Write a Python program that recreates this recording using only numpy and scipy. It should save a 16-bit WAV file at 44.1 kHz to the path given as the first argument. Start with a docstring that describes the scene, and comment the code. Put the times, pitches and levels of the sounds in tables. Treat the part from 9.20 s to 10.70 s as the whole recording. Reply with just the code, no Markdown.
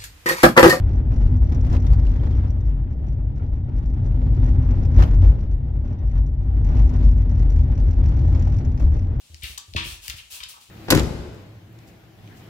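"""Over a quiet steady hiss a small dog patters across a wooden bedroom floor, heard by two spaced microphones.
First paws thump the boards as dying low tones and knocks, then claws click as struck, ringing nails.
Soon claws skid as gritty noise, cloth swishes as a jacket is pulled on, and dull taps mix rub with two rings.
Clicks crowd together past the middle; a few steps, swishes and taps follow, and a last soft thump ends it.
Sparse, randomly signed reflections put the floor and cloth sounds in a room."""
import sys
import numpy as np
from scipy import signal
from scipy.fft import rfft, irfft
from scipy.io import wavfile
from scipy.ndimage import uniform_filter1d

SR = 44100
rng = np.random.default_rng(int(sys.argv[2]) if len(sys.argv) > 2 else 0)


def dump(signal):
    """Clip the signal to [-1, 1] and save it as 16-bit WAV at the path in sys.argv[1]."""
    limited = np.clip(np.atleast_2d(signal).T, -1, 1)
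    pcm = np.round(limited * 32767).astype(np.int16)
    wavfile.write(sys.argv[1], SR, pcm)


def magnitude_from_level(level_db):
    """Linear magnitude for a level in decibels (20 dB per decade)."""
    exponent = np.asarray(level_db, float) / 20
    return 10 ** exponent


N = 66150  # samples, 1.5 s


def evened(x):
    """Scales to rms 1."""
    return x / np.sqrt(np.mean(x ** 2) + 1e-20)


def read(points, hz):
    """Reads a table on a log-frequency axis."""
    f, value = np.transpose(points)
    return np.interp(np.log(hz + 1), np.log(f + 1), value)


def add(mix, start_s, sound):
    """Mixes a sound in at start_s, cut off at the end of the mix."""
    part = mix[max(round(start_s * SR), 0):][:len(sound)]
    part += sound[:len(part)]


def resonate(x, hz, width_hz):
    """A one-pole resonance: shifts hz down to zero, smooths, and shifts back with gain 1."""
    turn = np.exp(2j * np.pi * hz * np.arange(len(x)) / SR)
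    r = np.exp(-np.pi * abs(width_hz) / SR)
    return 2 * (turn * signal.lfilter([1 - r], [1, -r], x / turn)).real


def coloured(x, db):
    """Filters x by a gain in dB given as a function of Hz."""
    gain = magnitude_from_level(db(np.fft.rfftfreq(x.shape[-1], 1 / SR)))
    return irfft(rfft(x) * gain, x.shape[-1])


def alike(channels):
    """Makes two unrelated channels alike in the bass, as spaced microphones hear diffuse sound."""
    # left-right likeness of diffuse sound: pitch_hz [Hz], likeness [0 to 1]
    likeness = [(60, 0.93), (290, 0.63), (640, 0.46), (1400, 0.1), (15000, 0.0091)]
    left, other = rfft(channels)
    c = np.clip(read(likeness, np.fft.rfftfreq(channels.shape[1], 1 / SR)), 0, 1)
    right = c * left + np.sqrt(1 - c ** 2) * other
    return irfft(np.array([left, right]), channels.shape[1])


def hiss():
    """Steady room and microphone noise: coloured random noise, alike in the bass."""
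    # hiss spectrum: pitch_hz [Hz], relative gain_db [dB]
    spectrum = [(18, -47), (30, 16.5), (374, -3), (1960, -4), (2830, 5.5), (4420, 3.5), (4780, 1.5),
                (6050, 1.5), (7470, 2), (16000, -10)]
    level_db = -55.5  # rms over both channels

    def colour(f):
        # flat below 120 Hz, and 40 dB down under 30 Hz
        return read(spectrum, np.maximum(f, 120)) - 40 * (f < 30)

    noise = alike(rng.standard_normal((2, N)))
    return magnitude_from_level(level_db) * evened(coloured(noise, colour))


def room(x):
    """Sparse reflections of random sign, each band dying at its own speed."""
    # reverberation time: pitch_hz [Hz], t60_s [s]
    decay = [(100, 0.45), (530, 0.35), (1390, 0.44), (3680, 0.34), (9700, 0.18), (16000, 0.12)]
    first, spacing = 160, 20  # samples: silence before the echoes, and one echo in each slot
    echo = np.zeros((2, SR))
    slots = np.arange(first, SR - spacing, spacing)
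    at = slots + rng.integers(0, spacing, (2, len(slots)))
    np.put_along_axis(echo, at, rng.choice([-1., 1.], at.shape), 1)
    hz, t, z = signal.stft(alike(echo), SR, nperseg=256)
    dying = z * magnitude_from_level(-60 * t / read(decay, hz)[:, None])
    tail = signal.istft(dying, SR, nperseg=256)[1]
    tail[:, :first] = 0
    tail = tail / np.linalg.norm(tail[0])
    return signal.fftconvolve(x[None], tail, axes=1)[:, :N]


def cloth():
    """Fluttering friction noise from a wide source that rises, holds and fades: three unrelated strands."""
    # cloth swishes: start_s [s], rise_s [s], hold_s [s], level_db [dB],
    # dull_db [dB per octave of extra treble loss above 2500 Hz; negative brightens]
    swishes = [(0.23, 0.004, 0.079, -44.5, -2.5), (0.631, 0.023, 0.065, -40, -1.2),
               (0.802, 0.04, 0.059, -43.5, -1.9), (0.957, 0.0071, 0.015, -46, -1.5),
               (1.095, 0.022, 0.046, -39.5, -3.04), (1.283, 0.0056, 0.008, -41, -3.5),
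               (1.395, 0.017, 0.012, -52.5, -1.5)]
    # colour of the rubbing cloth: pitch_hz [Hz], relative gain_db [dB]
    fabric = [(180, -62), (300, -21), (814, -13), (1060, -9), (1170, -11), (2030, -9.5), (2570, 0.5),
              (11500, -9.5), (16000, -12.5)]
    t60_s, flutter_db = 0.22, 1.2  # fade time; rms swing of the level
    out, t = np.zeros((3, N)), np.arange(SR // 2) / SR
    for start_s, rise_s, hold_s, level_db, dull_db in swishes:
        noise = rng.standard_normal((4, SR // 2))

        def colour(f):
            return read(fabric, f) - dull_db * np.log2(np.maximum(f, 2500) / 2500)

        rub = evened(coloured(noise[:3], colour))
        rise = np.sin(np.pi / 2 * np.minimum(t / rise_s, 1)) ** 2
        fade = magnitude_from_level(-60 * np.maximum(t - rise_s - hold_s, 0) / t60_s)
        flutter = flutter_db * evened(uniform_filter1d(noise[3], size=150))
        add(out.T, start_s, (rub * rise * fade * magnitude_from_level(level_db + flutter)).T)
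    return out


def taps():
    """Soft hollow taps: strong rubbing noise at the tap's pitch, with two close rings, dies away together."""
    # dull hollow taps: start_s [s], level_db [dB], pitch_hz [Hz], t60_s [s]
    hollow_taps = [(0.378, -44, 1180, 0.061), (.566, -38, 1172, 0.22), (1.204, -53, 1226, 0.21),
                   (1.337, -49.5, 1159, 0.064), (1.364, -48.5, 1145, 0.041), (1.379, -53.5, 1013, 0.06)]
    lower_ratio, lower_db = 0.81, 0  # second ring: pitch ratio, level against the first
    width_hz, rub_db = 380, 5  # width of each resonance pass; rub rms against the first ring's peak
    out, t = np.zeros(N), np.arange(6000) / SR
    for start_s, level_db, pitch_hz, t60_s in hollow_taps:
        noise = rng.standard_normal(6000)
        upper = np.sin(2 * np.pi * pitch_hz * t)
        lower = magnitude_from_level(lower_db) * np.sin(2 * np.pi * lower_ratio * pitch_hz * t)
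        rub = evened(resonate(resonate(noise, pitch_hz, width_hz), pitch_hz, width_hz))
        shape = magnitude_from_level(level_db - 60 * t / t60_s) * np.minimum(t / 0.0014, 1)  # 1.4 ms rise
        add(out, start_s, shape * (upper + lower + magnitude_from_level(rub_db) * rub))
    return out


def thumps():
    """Boards flex under weight: a low dying tone and a knock of modes, a little different each time."""
    # paw and foot thumps: start_s [s], level_db [dB], pitch_hz [Hz], t60_s [s],
    # knock_db [dB against the low tone]
    steps = [(0.095, -42, 79.4, 0.77, -12.5), (0.131, -34.5, 66.5, 0.098, -22.5),
             (0.195, -43.5, 60.7, 0.15, -26), (0.23, -24.5, 60, 0.11, -25.5),
             (0.294, -32.5, 60.4, 0.12, -19.5), (0.478, -41.5, 90.4, 0.42, -16),
             (0.524, -33.5, 66.6, 0.23, -44), (0.546, -18.5, 80.5, 0.16, -9), (0.603, -36, 68, 0.37, -3),
             (0.653, -26, 58.3, 0.15, -13), (0.718, -29, 45.3, 0.11, -21), (0.784, -34.5, 47.4, 0.097, -40),
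             (0.885, -31.5, 61.8, 0.2, -20), (.94, -23.5, 68.3, 0.043, -36.5),
             (1.121, -49, 72.4, 0.14, -37), (1.205, -41, 54, 0.14, -22), (1.257, -41, 53, 0.073, -22),
             (1.485, -43, 57.3, 0.47, -20)]
    # board modes: pitch_hz [Hz], level_db [dB], t60_s [s]
    modes = [(131.6, -0.5, 0.16), (189, -3, 0.16), (328.8, -5.5, 0.16), (383, -5, 0.1), (588, -2, 0.038)]
    rise_s, knock_rise_s = 0.0035, 0.0024
    level_spread_db, detune = 2, 0.038  # random spread of each mode: level, share of its pitch
    out, t = np.zeros(N), np.arange(SR // 2) / SR
    for start_s, level_db, pitch_hz, t60_s, knock_db in steps:
        rise = 1 - np.exp(-(t / rise_s) ** 2)
        flex = -rise * np.cos(2 * np.pi * pitch_hz * t) * magnitude_from_level(-60 * t / t60_s)
        knock = np.zeros(len(t))
        for mode_hz, mode_db, mode_t60_s in modes:
            a, b = rng.standard_normal(2)
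            fade = magnitude_from_level(mode_db + level_spread_db * a - 60 * t / mode_t60_s)
            knock += fade * np.sin(2 * np.pi * mode_hz * (1 + detune * b) * t)
        knock *= np.minimum(t / knock_rise_s, 1) ** 2
        add(out, start_s, magnitude_from_level(level_db) * (flex + magnitude_from_level(knock_db) * knock))
    return out


def thin(x):
    """Small contacts radiate nothing low: a steep high-pass."""
    return signal.sosfilt(signal.butter(4, 1570, "high", fs=SR, output="sos"), x)


def skids():
    """Claws skid on the boards: gritty friction noise through the nail's broad ring."""
    # claw skids: start_s [s], level_db [dB], pitch_hz [Hz], rise_s [s], t60_s [s]
    scrapes = [(0.218, -36, 3050, 0.0069, 0.25), (.236, -29.5, 2800, 0.0057, 0.1),
               (.3735, -30, 3900, 0.004, 0.008), (0.5588, -18, 2870, 0.007, 0.024),
               (.57, -28.5, 2820, 0.0065, 0.36), (0.884, -44.5, 2810, 0.0026, 0.028),
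               (0.976, -38, 2750, 0.0091, 0.082), (1.201, -33.5, 2860, 0.0037, 0.038),
               (1.223, -29, 3120, 0.013, 0.019)]
    width_hz, grit_db = 2050, 1  # width of each resonance pass; rms swing of the friction
    out, t = np.zeros(N), np.arange(SR // 4) / SR
    for start_s, level_db, pitch_hz, rise_s, t60_s in scrapes:
        noise, swing = rng.standard_normal((2, SR // 4))
        grit = noise * magnitude_from_level(grit_db * evened(uniform_filter1d(swing, size=40)))
        ring = resonate(resonate(grit, pitch_hz, width_hz), pitch_hz, width_hz)
        rise = np.minimum(t / rise_s, 1) ** 2
        fade = magnitude_from_level(level_db - 60 * np.maximum(t - rise_s, 0) / t60_s)
        add(out, start_s, evened(thin(ring)) * rise * fade)
    return out


def claws():
    """A hard blow with a little grit rings the nail, with a bright crack on top."""
    # claw clicks: start_s [s], level_db [dB], pitch_hz [Hz], crack_db [dB of treble crack against ring]
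    clicks = [(0.145, -24, 4330, -25), (.213, -37, 7360, -18), (0.2354, -24.5, 3920, 10),
              (0.3782, -17, 4070, 0), (0.3815, -16.5, 6800, -8), (.5375, -22, 3900, -34),
              (0.8808, -17.5, 3260, 1.5), (0.8819, -18, 3760, -0.5), (0.8985, -15.5, 4640, -30),
              (0.8999, -17.5, 2730, 0), (0.9042, -17.5, 2530, -34), (0.917, -31, 2460, -23),
              (1.237, -21, 4960, -13), (1.287, -50, 5500, -12)]
    width_hz = 2960  # of each resonance pass
    contact_s, grit = 0.0011, 0.18  # grit: decay constant, level against the blow
    bright = signal.butter(2, [5000, 17000], "band", fs=SR, output="sos")
    out, t = np.zeros(N), np.arange(512) / SR
    for start_s, level_db, pitch_hz, crack_db in clicks:
        noise = rng.standard_normal(512)
        hit = (t == 0) + grit * noise * np.exp(-t / contact_s)
        ring = thin(resonate(resonate(hit, pitch_hz, width_hz), pitch_hz, width_hz))
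        crack = signal.sosfilt(bright, hit)
        click = ring / abs(ring).max() + magnitude_from_level(crack_db) * crack / abs(crack).max()
        add(out, start_s, magnitude_from_level(level_db) * click)
    return out


def pair(x):
    """Direct sound at two microphones: later at the right, and dulled there by the body between them."""
    late_samples, shadow_db = 16, -10  # the loss grows from 2 kHz and is full from 4 kHz up
    late = np.r_[np.zeros(late_samples), x[:-late_samples]]

    def shadow(f):
        return shadow_db * np.clip(np.log2(f / 2000 + 1e-9), 0, 1)

    return np.array([x, coloured(late, shadow)])


def scene():
    """All sources, direct and through the room, over the hiss."""
    click, skid, low, rub = claws(), skids(), thumps() + taps(), cloth()
    # room sends in dB; one cloth strand feeds the room, the other two are heard directly
    send = magnitude_from_level(-7) * click + magnitude_from_level(-4) * skid + magnitude_from_level(-10) * low + magnitude_from_level(-2) * rub[0]
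    return pair(click + skid + low) + alike(rub[1:]) + room(send) + hiss()


def band_limit(x):
    """A steep low-pass at the top of the band."""
    return signal.sosfilt(signal.butter(12, 16590, fs=SR, output="sos"), x)


def record(dry):
    """The left microphone faces the sound and hears more treble; both lose lowest bass and top treble."""
    low_hz, top_hz = 39, 15830
    left_db = 2.5  # left over right from 4 kHz up
    dry = signal.sosfilt(signal.butter(3, low_hz, "high", fs=SR, output="sos"), dry)
    dry = signal.sosfilt(signal.ellip(8, 0.5, 32, top_hz, fs=SR, output="sos"), dry)

    def tilt(f):
        # half the difference, growing from 500 Hz over three octaves
        return left_db / 2 * np.clip(np.log2(f / 500 + 1e-9) / 3, 0, 1)

    left = coloured(dry[0], tilt)
    right = coloured(dry[1], lambda f: -tilt(f))
    return band_limit(np.array([left, right]))


dry = scene()
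out = record(dry)
dump(out)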